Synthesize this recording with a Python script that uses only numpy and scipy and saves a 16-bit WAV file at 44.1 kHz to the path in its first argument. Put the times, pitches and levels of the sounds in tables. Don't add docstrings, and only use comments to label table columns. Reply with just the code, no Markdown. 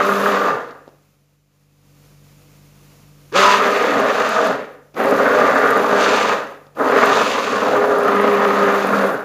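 import sys
import numpy as np
from scipy import signal
from scipy.fft import rfft, irfft, next_fast_len
from scipy.io import wavfile

SR = 44100
rng = np.random.default_rng(int(sys.argv[2]) if len(sys.argv) > 2 else 0)


def unload_wav(signal):
    wavfile.write(
        sys.argv[1],
        SR,
        np.round(np.clip(np.atleast_2d(signal).T, -1, 1) * 32767).astype(np.int16),
    )


def amplitude_ratio(level_db):
    exponent = np.asarray(level_db, float) / 20
    return 10 ** exponent


N = 407484

# (press [s], release [s])
PULSES = [(-1.0, 0.49), (3.319, 4.47), (4.94, 6.325), (6.752, 9.09)]
# (frequency [Hz], width [Hz], level [dB])
POT_MODES = [(231.5, 194, -6.5), (319.7, 82, -3.5), (392.5, 56, -4), (491.6, 60, 0.5), (545.8, 11.4, 6),
             (608, 111, -3), (839, 118, -9)]
REST_TURNS_PER_S = 90


def rms_one(x):
    return x / np.sqrt(np.mean(x ** 2) + 1e-20)


def in_time(rows):
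    s, *columns = np.transpose(rows)
    return [np.interp(np.arange(N) / SR, s, c) for c in columns]


def drift(rate_hz):
    r = np.exp(-40 * np.pi * rate_hz / SR)
    noise = rng.standard_normal(N // 20 + 4002)
    slow = signal.lfilter([1], [1, -2 * r, r * r], noise)[4000:]
    return np.interp(np.arange(N) / 20, np.arange(len(slow)), rms_one(slow))


def swell(middle_s, half_s):
    return np.exp(-((np.arange(N) / SR - middle_s) / half_s) ** 4)


def clicks(rows, column):
    out = np.full(N, 1e-18)
    out[[round(row[0] * SR) for row in rows]] = amplitude_ratio(np.array(rows)[:, column])
    return out


def coloured(x, points):
    size = next_fast_len(N + 4096)
    hz, db = np.transpose(points)
    log_hz = np.log(np.arange(size // 2 + 1) * SR / size + 1)
    gain = amplitude_ratio(np.interp(log_hz, np.log(hz), db))
    return irfft(rfft(x, size) * gain, size)[..., :N]


def resonate(x, hz, width_hz):
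    r = np.exp(-np.pi * width_hz / SR)
    top = np.array([1, 0, -1]) * (1 - r * r) / 2
    return signal.lfilter(top, [1, -2 * r * np.cos(2 * np.pi * hz / SR), r * r], x)


def band(x, low_hz, high_hz):
    sos = signal.butter(2, [low_hz, high_hz], "band", fs=SR, output="sos")
    return signal.sosfilt(sos, x)


def blender():
    speed = rotor_speed()
    turns = np.cumsum(speed * (1 + .004 * drift(25))) / SR
    thud_db, rattle_db, splash_db = churn_db()
    force = lumps(1100, spread_db=3.5, turns=turns, sweep_depth=.3, swirl_db=-2) * amplitude_ratio(1.3 * drift(40))
    spray = lumps(2500, spread_db=2.6, turns=turns, sweep_depth=.17, swirl_db=-1) * amplitude_ratio(1.2 * drift(40))
    puree = pot_thud(force, thud_db) + bell_rattle(force, rattle_db) + splash(spray, force, splash_db)
    motor = rotor_hum(speed, turns) + commutator_whine(speed, turns) + motor_air(spray, rattle_db)
    return puree + motor


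def rotor_speed():
    # (time [s], speed [turns/s])
    running_speed = [(0.0, 195), (0.3, 202), (0.48, 195), (3.45, 198), (3.95, 208), (4.25, 213),
                     (4.48, 212), (5.05, 199), (5.3, 203), (6.0, 201), (6.35, 211), (6.85, 200), (7.0, 203),
                     (7.3, 213), (7.45, 215), (7.75, 206), (8.1, 203), (8.4, 202.5), (8.55, 200),
                     (9.1, 198.5)]
    spin_up_s, coast_turns_per_s2 = .022, 950
    t, running = np.arange(N) / SR, in_time(running_speed)[0]
    each = []
    for press, release in PULSES:
        spin_up = 1 - np.exp(-np.maximum(t - press, 0) / spin_up_s)
        lost = coast_turns_per_s2 * np.maximum(t - release, 0)
        each.append((running - REST_TURNS_PER_S) * spin_up - lost)
    return REST_TURNS_PER_S + np.maximum(np.max(each, axis=0), 0)


def held(bite_db, fade_db_per_s):
    bite_s = .042
    t = np.arange(N) / SR
    each = []
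    for press, release in PULSES:
        rise = -bite_db * np.clip(1 - (t - press) / bite_s, 0, 1)
        fall = fade_db_per_s * np.maximum(t - release, 0)
        each.append(np.where(t < press, -200, rise - fall))
    return np.max(each, axis=0)


def churn_db():
    # (time [s], pot thud level [dB], bell rattle level [dB], splash level [dB])
    churn_levels = [(0.0, -17, -11, -33), (0.04, -23, -18.5, -32), (0.32, -22.5, -18.5, -31),
                    (0.49, -19, -16, -34), (3.32, -20, -11, -40), (3.36, -20, -11, -17),
                    (3.54, -25, -12.5, -20.5), (3.61, -19.5, -16, -28), (4.01, -16.5, -18, -32),
                    (4.34, -23.5, -18.5, -28.5), (4.46, -16, -17.5, -30.5), (4.98, -18.5, -21, -40),
                    (5.13, -15, -20, -33), (5.25, -16, -15, -34), (5.5, -15.5, -15, -32),
                    (5.87, -17.5, -18, -34), (6.04, -17, -15.5, -22), (6.32, -20, -18, -27),
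                    (6.8, -17, -19.5, -42), (7.03, -14.5, -14, -26), (7.19, -19.5, -18.5, -24.5),
                    (7.45, -23, -21, -28), (7.69, -15, -18.5, -32), (7.85, -16.5, -20, -36.5),
                    (8.28, -18, -17.5, -36.5), (8.8, -20.5, -18, -32.5), (9.1, -18, -20, -36)]
    thud_db, rattle_db, splash_db = in_time(churn_levels)
    return [thud_db + held(32, 98), rattle_db + held(32, 110), splash_db + held(18, 106)]


def lumps(per_s, spread_db, turns, sweep_depth, swirl_db):
    sizes = amplitude_ratio(spread_db * np.minimum(rng.exponential(1, N), 5)) * rng.choice([-1, 1], N)
    hits = rms_one(sizes * (rng.random(N) < per_s / SR))
    sweep = 1 + sweep_depth * np.cos(4 * np.pi * turns)
    return sweep * (hits + amplitude_ratio(swirl_db) * rng.standard_normal(N))


def body(force, modes, wander_db, low_hz, high_hz):
    rings = 0
    for k, (hz, width_hz, db) in enumerate(modes):
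        level = amplitude_ratio(db + wander_db * drift(2.55))
        rings = rings + (-1) ** k * level * resonate(force, hz, width_hz)
    return rms_one(band(rings, low_hz, high_hz))


def pot_thud(force, thud_db):
    thud = amplitude_ratio(thud_db) * body(force, POT_MODES, wander_db=1.2, low_hz=170, high_hz=1500)
    rumble = amplitude_ratio(thud_db - 26.5) * rms_one(band(force, 120, 190))
    return thud + rumble


def bell_rattle(force, rattle_db):
    # (frequency [Hz], width [Hz], level [dB])
    bell_modes = [(935.5, 240, -9.5), (1111, 98, -3), (1188.6, 52, 0.5), (1262, 76, -2), (1383, 182, -6),
                  (1758, 590, -12)]
    return amplitude_ratio(rattle_db) * body(force, bell_modes, wander_db=1.4, low_hz=600, high_hz=3400)


def splash(spray, force, splash_db):
    # (frequency [Hz], gain [dB])
    splash_colour = [(1300, -14), (1900, -9.5), (2200, -1.5), (2530, 3), (3150, -3), (3700, -1.5),
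                     (4100, -6), (4450, -4.5), (5500, -11), (6350, -7.5), (6900, -12), (7400, -10.5),
                     (9500, -19.5), (12000, -30)]
    return amplitude_ratio(splash_db) * rms_one(coloured(spray + amplitude_ratio(-21.5) * force, splash_colour))


def rotor_hum(speed, turns):
    # (time [s], order 1 level [dB], order 2 level [dB], order 3 level [dB])
    hum_levels = [(0.0, -38, -28, -21), (0.12, -27, -21, -30), (0.3, -29, -26, -26), (0.48, -33, -31, -33),
                  (3.4, -32, -24, -18), (3.6, -33, -27, -31), (3.85, -39, -37, -31), (4.15, -33, -42, -38),
                  (4.45, -30, -44, -23), (5.1, -40, -23, -36), (5.35, -36, -34, -19), (5.7, -43, -38, -40),
                  (6.0, -32, -22, -24), (6.3, -36, -33, -42), (6.95, -55, -30, -30), (7.3, -30, -48, -48),
                  (7.65, -34, -29, -36), (7.9, -40, -21, -36), (8.2, -25, -19.5, -30),
                  (8.78, -27, -21, -38), (8.95, -22.5, -36, -42), (9.1, -29, -24, -42)]
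    orders_db = in_time(hum_levels) + held(20, 170)
    tones = np.sqrt(2) * amplitude_ratio(-17) * swell(3.49, half_s=.075) * np.sin(10 * np.pi * turns)
    for order, db in enumerate(orders_db, 1):
        phase = 2 * np.pi * order * turns + .5 * drift(12)
        tones += np.sqrt(2) * amplitude_ratio(db + 1.8 * drift(10)) * np.sin(phase)
    return tones * np.clip((speed - REST_TURNS_PER_S) / 25, 0, 1)


def commutator_whine(speed, turns):
    # (order [multiple of rotor speed], level [dB])
    whine_orders = [(48, -55), (72, -53.5)]
    whine = 0
    for order, db in whine_orders:
        phase = 2 * np.pi * order * turns + 1.9 * drift(110)
        whine = whine + np.sqrt(2) * amplitude_ratio(db + 3 * drift(3)) * np.sin(phase)
    powered = np.clip((speed - 135) / 60, 0, 1)
    return powered * whine


def motor_air(spray, rattle_db):
    # (time [s], level [dB])
    air_levels = [(0.0, -47.5), (0.06, -36.5), (0.3, -36.5), (0.4, -47.5), (3.33, -47.5), (3.4, -37.5),
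                  (3.9, -44.5), (4.4, -46.5), (5.05, -41.5), (5.9, -42), (6.3, -47.5), (7.1, -41.5),
                  (7.6, -47.5), (8.3, -42.5), (9.05, -40)]
    # (frequency [Hz], gain [dB])
    air_colour = [(4000, -31.5), (7000, -4), (9000, 2.5), (11000, 6), (14400, 3.5), (16000, 1.5)]
    air_db = in_time(air_levels)[0] + held(14, 70)
    air_db = np.maximum(air_db, rattle_db - 32.5)
    hiss = rng.standard_normal(N) * amplitude_ratio(1.7 * drift(30))
    return amplitude_ratio(air_db) * rms_one(coloured(hiss + amplitude_ratio(-11) * spray, air_colour))


def squeal():
    # (frequency [Hz], width [Hz], gain [dB])
    squeal_bands = [(10860, 300, 0), (12600, 300, -1), (14180, 250, -3)]
    noise = rng.standard_normal(N)
    bands = sum(amplitude_ratio(db) * resonate(noise, hz, width_hz) for hz, width_hz, db in squeal_bands)
    return amplitude_ratio(-40) * swell(.19, half_s=.13) * rms_one(bands)


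def knocks():
    # (time [s], push level [dB], treble tick level [dB])
    knock_times = [(0.709, -33.5, -42), (0.878, -31.5, -51), (0.89, -41, -56.5), (3.325, -33, -35),
                   (4.944, -39, -42), (6.667, -39, -52), (6.75, -50, -52)]
    push = clicks(knock_times, column=1)
    rings = sum(amplitude_ratio(db) * resonate(push, hz, 2 * width_hz) for hz, width_hz, db in POT_MODES)
    r = np.exp(-1 / (.003 * SR))
    tick_shape = signal.lfilter([1], [1, -r], clicks(knock_times, column=2))
    tick = tick_shape * band(rng.standard_normal(N), 2000, 5000)
    return -amplitude_ratio(16) * band(push, 400, 1500) - amplitude_ratio(31) * band(rings, 120, 900) + amplitude_ratio(9) * tick


def droplets():
    # (time [s], level [dB])
    droplet_times = [(3.9994, -28), (4.2915, -22), (4.4706, -29), (5.0408, -27), (5.1102, -25),
                     (5.5901, -29), (5.6595, -28), (5.7068, -21.5), (5.7746, -25), (7.0575, -20),
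                     (7.9861, -26.5), (8.0809, -29), (8.2128, -30), (8.8096, -30), (8.8711, -26)]
    churning = amplitude_ratio(churn_db()[0])
    sizes = amplitude_ratio(-27 + 3.5 * np.minimum(rng.exponential(1, N), 3))
    faint = sizes * churning * (rng.random(N) < 45 / SR)
    r = np.exp(-1 / (.002106 * SR))
    shape = signal.lfilter([1], [1, -r], amplitude_ratio(.5) * clicks(droplet_times, column=1) + faint)
    return shape * rms_one(band(rng.standard_normal(N), 8000, 13000))


def kitchen(x):
    t60_s, wall_cut_hz = .5, 4100
    t = np.arange(SR) / SR
    echoes = rng.standard_normal(SR) * amplitude_ratio(-60 * t / t60_s) * (t > .004)
    echoes = band(echoes, 110, wall_cut_hz)
    return signal.fftconvolve(x, echoes / np.sqrt(np.sum(echoes ** 2)))[:N]


def background():
    # (frequency [Hz], level before the background curve [dB])
    drone_tones = [(48.4, -59), (96.9, -62), (145.3, -52), (199.2, -64), (290.7, -64), (489.9, -70)]
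    # (frequency [Hz], gain [dB])
    hush_colour = [(30, -13.5), (80, -3), (200, 1), (320, -4), (550, -4.5), (850, -11), (1200, -9),
                   (1700, -14), (2550, -12), (3300, -16), (7000, -15), (10000, -13), (15500, -16)]
    # (time [s], gain [dB])
    background_curve = [(0, -2), (.9, -5.5), (1.46, -11), (1.75, -5), (1.98, 1), (2.3, 2.5), (3.3, 3),
                        (3.6, -2), (4.9, -6), (6.75, -4), (9.24, -9)]
    t = np.arange(N) / SR
    drone = 0
    for k, (hz, db) in enumerate(drone_tones):
        phase = 2 * np.pi * hz * t + k + .3 * drift(3)
        drone = drone + np.sqrt(2) * amplitude_ratio(db + 1.2 * drift(5)) * np.sin(phase)
    hush = amplitude_ratio(-53 + 1.1 * drift(5)) * rms_one(coloured(rng.standard_normal(N), hush_colour))
    return amplitude_ratio(in_time(background_curve)[0]) * (drone + hush)


def scene():
    near = blender() + squeal() + knocks()
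    room = amplitude_ratio(-13.5) * kitchen(near)
    return (near + room + droplets() + background())[None]


def low_pass(x):
    return signal.sosfilt(signal.butter(12, 15720, fs=SR, output="sos"), x)


def record(dry):
    # (frequency [Hz], gain [dB])
    microphone_colour = [(20, -30), (45, -3), (90, 0), (7250, 0), (7750, -8), (9500, -7), (12500, -4),
                         (15400, -4), (15600, -60)]
    rounded = 1.441 * np.tanh(dry / 1.702)
    mix = coloured(rounded, microphone_colour)
    return low_pass(mix)


dry = scene()
out = record(dry)
unload_wav(out)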